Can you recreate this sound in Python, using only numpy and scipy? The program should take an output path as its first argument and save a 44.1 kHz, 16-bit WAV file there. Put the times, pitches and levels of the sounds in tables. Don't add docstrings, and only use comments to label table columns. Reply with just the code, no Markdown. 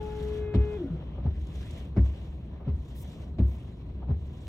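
import sys
import numpy as np
from scipy import signal
from scipy.io import wavfile
from scipy.ndimage import uniform_filter1d

SR = 44100
rng = np.random.default_rng(int(sys.argv[2]) if len(sys.argv) > 2 else 0)


def transcribe(u):
    v = np.clip(np.atleast_2d(u).T, -1, 1)
    q = np.round(v * 32767).astype(np.int16)
    wavfile.write(sys.argv[1], SR, q)


N = 197564

# (time [s], blow and rattle [dB], crack [dB])
TOP_TURNS = [(0.5384, 0, 3), (1.962, 0.5, -1), (3.3835, -1, -2.5)]
BOTTOM_TURNS = [(1.2426, -1.5, .4), (2.6643, -2.5, 0.25), (4.084, -1, 0.14)]
CYCLE_S = 1.4218


def amp(db):
    return 10 ** (np.asarray(db) / 20)


def evened(x):
    return x / np.sqrt(np.mean(x ** 2) + 1e-20)


def read(points, hz):
    f, value = np.transpose(points)
    return np.interp(np.log(hz + 1), np.log(f + 1), value)


def curve(rows, index):
    return np.interp(np.arange(N) / SR, [r[0] for r in rows], [r[index] for r in rows])


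def add(mix, s, sound):
    part = mix[..., round(s * SR):][..., :sound.shape[-1]]
    part += sound[..., :part.shape[-1]]


def noise(colour, size, patchy_db, flicker_db):
    # (frequency [Hz], likeness [0-1])
    likeness = [(60, .9995), (100, .998), (140, .99), (210, .95), (330, .87), (500, .66), (770, .4),
                (1200, .45), (1800, .6), (2800, .55), (4200, .5), (6400, .67), (9800, .45), (15000, .6)]
    # (frequency [Hz], left-right level [dB])
    balance = [(60, .5), (200, 1), (380, 1.2), (700, 2.5), (1300, 1), (2400, -.6), (4400, -1.4), (8000, 0)]
    # (frequency [Hz], phase [rad])
    phase_lead = [(700, 0), (1030, -.4), (1800, .2), (2800, 2.4), (4200, 4.4), (5300, 6.2), (15000, 6.4)]
    hop = size // 4
    frames, hz = N // hop + 5, np.fft.rfftfreq(size, 1 / SR)
    a, b, c, d, patches = rng.standard_normal((frames, len(hz), 5)).T
    patches = uniform_filter1d(patches, size=8, axis=0)
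    patches = evened(uniform_filter1d(patches, size=12, axis=1))
    flicker = evened(uniform_filter1d(rng.standard_normal(frames), size=4))

    same = np.clip(read(likeness, hz), 0, 1)[:, None]
    left = a + 1j * b
    right = same * left + np.sqrt(1 - same ** 2) * (c + 1j * d)
    right = right * np.exp(-1j * read(phase_lead, hz))[:, None]
    lean = amp(read(balance, hz) / 2)[:, None]
    level = amp(read(colour, hz)[:, None] + patchy_db * patches + flicker_db * flicker)
    spectra = np.array([left * lean, right / lean]) * level
    return evened(signal.istft(spectra, nperseg=size, noverlap=size - hop)[1][:, :N])


def ports(db, turn, pan_db, lead):
    left = 2 / (1 + amp(-pan_db))
    return np.sqrt(2) * amp(db) * np.array([left * np.sin(turn + lead), (2 - left) * np.sin(turn)])


def shaft_hz(t):
    # (time [s], speed [Hz])
    powered_speed = [(0, 425.6), (.4, 423.5), (.55, 420), (.765, 419.8)]
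    coast_tau_s, rubbing_hz = .255, 150
    slowing = np.exp(-np.maximum(t - powered_speed[-1][0], 0) / coast_tau_s)
    return np.maximum(curve(powered_speed, index=1) * slowing - rubbing_hz * (1 - slowing), 0)


def pump():
    # (time [s], shaft tone [dB], its octave [dB])
    shaft_tones = [(0, -39, -46), (.14, -41, -49.5), (.25, -36, -56), (.36, -35, -67.5), (.46, -36, -62),
                   (.54, -38, -57), (.62, -35.5, -58), (.765, -35.5, -57.5)]
    # (multiple of shaft speed, level at first [dB], level once swelled [dB],
    # left-right level [dB], left lead [rad])
    higher_orders = [(3, -75, -73, 2.2, .3), (4, -68, -65, -1.1, .7), (5, -71, -63.5, -3.1, 1.1),
                     (6, -73, -62.5, -1.1, 1.5), (7, -80, -77, -2.1, 1.6), (8, -79, -75, -1.1, 1.6),
                     (9, -82, -79, .1, 1.6)]
    # (multiple of shaft speed, level before the panels [dB])
    coast_orders = [(1, 0), (2, -14), (3, -10)]
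    # (resonance [Hz], width of one pass [Hz], level [dB])
    panels = [(405, 44, -35), (348, 34, -24), (272, 30, -29), (164, 24, -26), (500, 50, -29),
              (600, 60, -31), (745, 50, -35)]
    # (frequency [Hz], relative density [dB])
    whirr_colour = [(250, -13), (500, -6), (900, -3), (1400, 11.5), (2500, -19.5), (3500, -33.5),
                    (5000, -35.5), (9000, -53)]
    off_s, rest_s = .785, 1.05
    buzz_from_s, buzz_rise_s = .3, .18
    whirr_db = -62.5

    t = np.arange(N) / SR
    hz = shaft_hz(t)
    speed = hz / hz[0]
    turn = 2 * np.pi * np.cumsum(hz) / SR
    spinning = np.clip((rest_s - t) / .028, 0, 1)
    powered = np.clip((off_s - t) / .012, 0, 1)

    run = t / off_s
    out = ports(curve(shaft_tones, index=1), turn, 9.5 - 4.5 * run, .5 - .37 * run)
    out += ports(curve(shaft_tones, index=2), 2 * turn, 9.1 - 21 * run, .41)
    swell = np.clip((t - buzz_from_s) / buzz_rise_s, 0, 1)
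    for k, first_db, last_db, pan_db, lead in higher_orders:
        waver_db = 1.3 * evened(uniform_filter1d(rng.standard_normal(N), size=2000))
        out += ports(first_db + (last_db - first_db) * swell + waver_db, k * turn, pan_db, lead)
    out *= powered

    coasting = sum(speed ** (k - 1) * ports(db, k * turn, 2.4 * speed, .1) for k, db in coast_orders)
    coasting *= (1 - powered) * spinning
    coasting *= 1 + .45 * evened(uniform_filter1d(rng.standard_normal(N), size=300))
    for mode_hz, width, db in panels:
        panel = signal.iirpeak(mode_hz, mode_hz / width, SR)
        out += amp(db) * signal.lfilter(*panel, signal.lfilter(*panel, coasting))

    whirr = noise(whirr_colour, size=512, patchy_db=1.5, flicker_db=1)
    return out + amp(whirr_db) * spinning * speed ** .4 * whirr


def cycle_starts():
    return [BOTTOM_TURNS[0][0] - CYCLE_S] + [row[0] for row in BOTTOM_TURNS]


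def slips():
    slips_per_s = 68
    size = np.minimum(rng.exponential(1, N), 2) * (rng.random(N) < slips_per_s / SR)
    decay = amp(-60 * np.arange(2000) / SR / .1)
    return 1 + .28 * signal.oaconvolve(size, decay)[:N]


def wiping():
    # (time after the bottom reversal [s], hiss [dB], scrub [dB], treble of the scrub [dB])
    stroke = [(0, -100, -54, -3), (.1, -74.5, -59, 0.5), (0.329, -67, -57, 2.5), (.56, -68, -53.5, 1),
              (0.691, -86.5, -60, -7.5), (.78, -73.5, -55, -2), (.95, -71, -55, 1.5), (1.1, -77, -58.5, -2),
              (1.321, -86.5, -58, -1), (1.39, -91.5, -58, -5)]
    # (time [s], hiss [dB], scrub [dB], rumble [dB], treble of the scrub [dB])
    drift = [(0, 5, 3.5, 2, 1.5), (1.1, -0.5, 2.5, 0.5, -1), (1.8, 3.5, -0.5, -0.5, 3.5),
             (2.6, 0.5, -0.5, -1.5, -2.5), (3.6, 0.5, -1.5, -0.5, -1), (4.48, -2, -1, -2, -1.5)]
    # (frequency [Hz], relative density [dB])
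    hiss_colour = [(2060, -25), (3500, 0), (4760, -11), (5940, -8), (7220, -11.5), (8940, -16.5),
                   (12300, -20.5), (13400, -16.5), (15800, -37.5)]
    scrub_colour = [(150, -23), (250, -4.5), (282, -18), (363, -15.5), (473, -2.5), (715, -4), (861, -14.5),
                    (933, -6.5), (1170, -13.5), (1390, -19.5), (3340, -16), (4850, -35.5), (6000, -33.5),
                    (7800, -75), (13200, -120)]
    rumble_colour = [(12, -44.5), (20, -28.5), (32, -15), (40, -10.5), (48, -18), (65, 4.5), (80, -7),
                     (97, -9), (141, -9), (258, -19), (300, -20), (367, -22.5), (500, -31.5), (650, -40.5),
                     (1100, -120)]
    rumble_db, swell_db, swell_s = -37, 8.5, .033
    treble_from_hz = 1300

    t = np.arange(N) / SR
    s, hiss_db, scrub_db, treble_db = np.transpose(stroke)
    place = t - cycle_starts()[0]
    since = [np.where(t < row[0], np.inf, t - row[0]) for row in TOP_TURNS + BOTTOM_TURNS]
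    swell = uniform_filter1d(np.exp(-np.min(since, axis=0) / swell_s), size=900)
    levels_db = [np.interp(place, s, hiss_db, period=CYCLE_S),
                 np.interp(place, s, scrub_db, period=CYCLE_S),
                 rumble_db + swell_db * swell]

    grip = evened(slips())
    hiss = grip * noise(hiss_colour, size=256, patchy_db=2, flicker_db=1)
    scrub = grip ** .5 * noise(scrub_colour, size=512, patchy_db=1.5, flicker_db=1)
    treble = signal.lfilter(*signal.butter(2, treble_from_hz, "high", fs=SR), scrub)
    treble_gain = amp(curve(drift, index=4) + np.interp(place, s, treble_db, period=CYCLE_S))
    scrub = scrub + (treble_gain - 1) * treble
    rumble = noise(rumble_colour, size=4096, patchy_db=.3, flicker_db=.3)
    layers = [hiss, scrub, rumble]
    return sum(amp(levels_db[k] + curve(drift, index=k + 1)) * layer for k, layer in enumerate(layers))


def background():
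    # (frequency [Hz], relative density [dB])
    floor_colour = [(2350, -38), (4000, 4.5), (4670, -17.5), (11600, -24.5), (14500, -19.5), (15800, -19.5)]
    return amp(-78) * noise(floor_colour, size=512, patchy_db=2.5, flicker_db=1)


def ticks():
    # (time after the bottom reversal [s], peak before the cycle's strength [dB], ring [Hz])
    sweep_ticks = [(.3855, -45, 2200), (.466, -48, 4200), (.558, -50, 2200), (.9175, -53.5, 2200)]
    cycle_strength = [-3, 1.5, -5, -1.5]
    # (time [s], peak [dB], ring [Hz])
    stray_ticks = [(0.695, -67, 1300), (1.47, -51.5, 3710), (1.6751, -59, 3240)]
    out, t = np.zeros((2, N)), np.arange(900) / SR
    sweep = [(start + s, db + cycle_db, hz)
             for start, cycle_db in zip(cycle_starts(), cycle_strength)
             for s, db, hz in sweep_ticks]
    for s, db, hz in sweep + stray_ticks:
        grit = rng.standard_normal((2, len(t))) + rng.standard_normal(len(t))
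        band = signal.butter(2, [.55 * hz, 1.8 * hz], "band", fs=SR)
        snap = amp(-60 * t / .032) * signal.lfilter(*band, grit)
        add(out, s, amp(db) * snap / abs(snap).max())
    return out


def reversals(turns, ring, slaps, edge_hz):
    # (frequency [Hz], relative density [dB])
    crack_colour = [(400, -20), (1000, 6), (2500, 5.5), (4000, -2), (6000, -16), (8500, -20.5),
                    (10000, -36), (15000, -54)]
    rattle_colour = [(150, -25), (350, 3.5), (700, 1.5), (1200, -8), (2000, -30.5), (4000, -36.5),
                     (9000, -69)]
    t, body, burst = np.arange(-SR // 10, SR // 2) / SR, 0, 0
    for hz, db, start, build, t60 in ring:
        u = np.maximum(t - start, 0)
        shape = (1 - np.exp(-u / build)) ** 2 * amp(-60 * u / t60)
        body = body + amp(db) * np.sqrt(2) * shape / shape.max() * np.sin(2 * np.pi * hz * u)
    for delay, crack_db, rattle_db, rise, t60 in slaps:
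        u = np.maximum(t - delay, 0)
        burst = burst + amp([[crack_db], [rattle_db]] - 60 * u / t60) * (1 - np.exp(-u / rise))

    thumps, bursts = np.zeros(N), np.zeros((2, N))
    for s, db, crack_db in turns:
        add(thumps, s + t[0], amp(db) * body)
        add(bursts, s + t[0], amp([[crack_db], [db]]) * burst)
    crack = noise(crack_colour, size=256, patchy_db=3.5, flicker_db=1.5)
    crack = signal.lfilter(*signal.butter(2, edge_hz, fs=SR), crack)
    rattle = noise(rattle_colour, size=256, patchy_db=1, flicker_db=1.5)
    thumps = thumps * amp([[.4], [-.4]])
    return thumps + bursts[0] * crack + bursts[1] * rattle


def top_reversals():
    # (frequency [Hz], relative peak [dB], start [s], build-up [s], 60 dB decay [s])
    top_ring = [(66.45, -18.5, 0.014, 0.031, 0.29), (57, -59, 0.0628, 0.014, 0.31),
                (103.2, -20.5, 0.0066, 0.0027, 0.3), (191.8, -22.5, 0.0072, 0.0026, 0.13),
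                (258.7, -29, 0.0031, 0.0075, 0.14), (346, -33, 0.0023, 0.0014, 0.25),
                (315, -24, 0.0177, 0.0017, 0.013), (568, -43, 0.0015, 0.0011, 0.16),
                (657, -40, 0.0012, 0.00055, 0.083)]
    # (delay [s], bright crack [dB], dull rattle [dB], rise [s], 60 dB decay [s])
    top_slaps = [(.0015, -44, -43, .001, .045), (.0082, -43, -41, .0008, .04), (.017, -55, -43, .002, .16)]
    return reversals(TOP_TURNS, top_ring, top_slaps, edge_hz=7500)


def bottom_reversals():
    # (frequency [Hz], relative peak [dB], start [s], build-up [s], 60 dB decay [s])
    bottom_ring = [(74.46, -23.5, 0.02555, 0.0067, 0.43), (63, -41.5, 0.0486, 0.06, 0.51),
                   (94.5, -31.5, 0.0076, 0.0049, 0.49), (136.7, -22.5, 0.0065, 0.0063, 0.076),
                   (201.7, -36, 0.00863, 0.0093, 0.14), (250, -35.5, 0.00924, 0.0041, 0.11),
                   (400.5, -45.5, 0.00694, 0.0056, 0.22), (561, -49, 0.0035, 0.0015, 0.16)]
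    # (delay [s], bright crack [dB], dull rattle [dB], rise [s], 60 dB decay [s])
    bottom_slaps = [(-.066, -68.5, -41, 0.0067, .14), (-.002, -63.5, -44.5, 0.0096, 0.084),
                    (0.012, -55.5, -40, .003, .1), (.027, -64, -55, .004, 0.14)]
    return reversals(BOTTOM_TURNS, bottom_ring, bottom_slaps, edge_hz=4700)


def puffs():
    # (start [s], end [s], level at start [dB], level at end [dB])
    puff_times = [(2.945, 3.043, -59.5, -58), (3.455, 3.58, -68, -76)]
    # (frequency [Hz], relative density [dB])
    puff_colour = [(3000, -30), (5000, -5), (8000, -3), (10500, -5), (13000, 0), (15000, -1), (15800, -2)]
    t, level = np.arange(N) / SR, 0
    for start, end, first_db, last_db in puff_times:
        edges = np.clip((t - start) / .023, 0, 1) * np.clip((end - t) / .012, 0, 1)
        level = level + edges * amp(np.interp(t, [start, end], [first_db, last_db]))
    return level * noise(puff_colour, size=256, patchy_db=1, flicker_db=1)


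def scene():
    sweeping = wiping() + ticks()
    turns = top_reversals() + bottom_reversals()
    return pump() + sweeping + background() + turns + puffs()


def record(dry):
    edge_hz = 15850
    opened = dry * np.clip(np.arange(N) / (.012 * SR), 0, 1)
    band_limit = signal.firwin(1023, edge_hz, window=("kaiser", 9), fs=SR)
    return signal.oaconvolve(opened, band_limit[None], "same")


dry = scene()
out = record(dry)
transcribe(out)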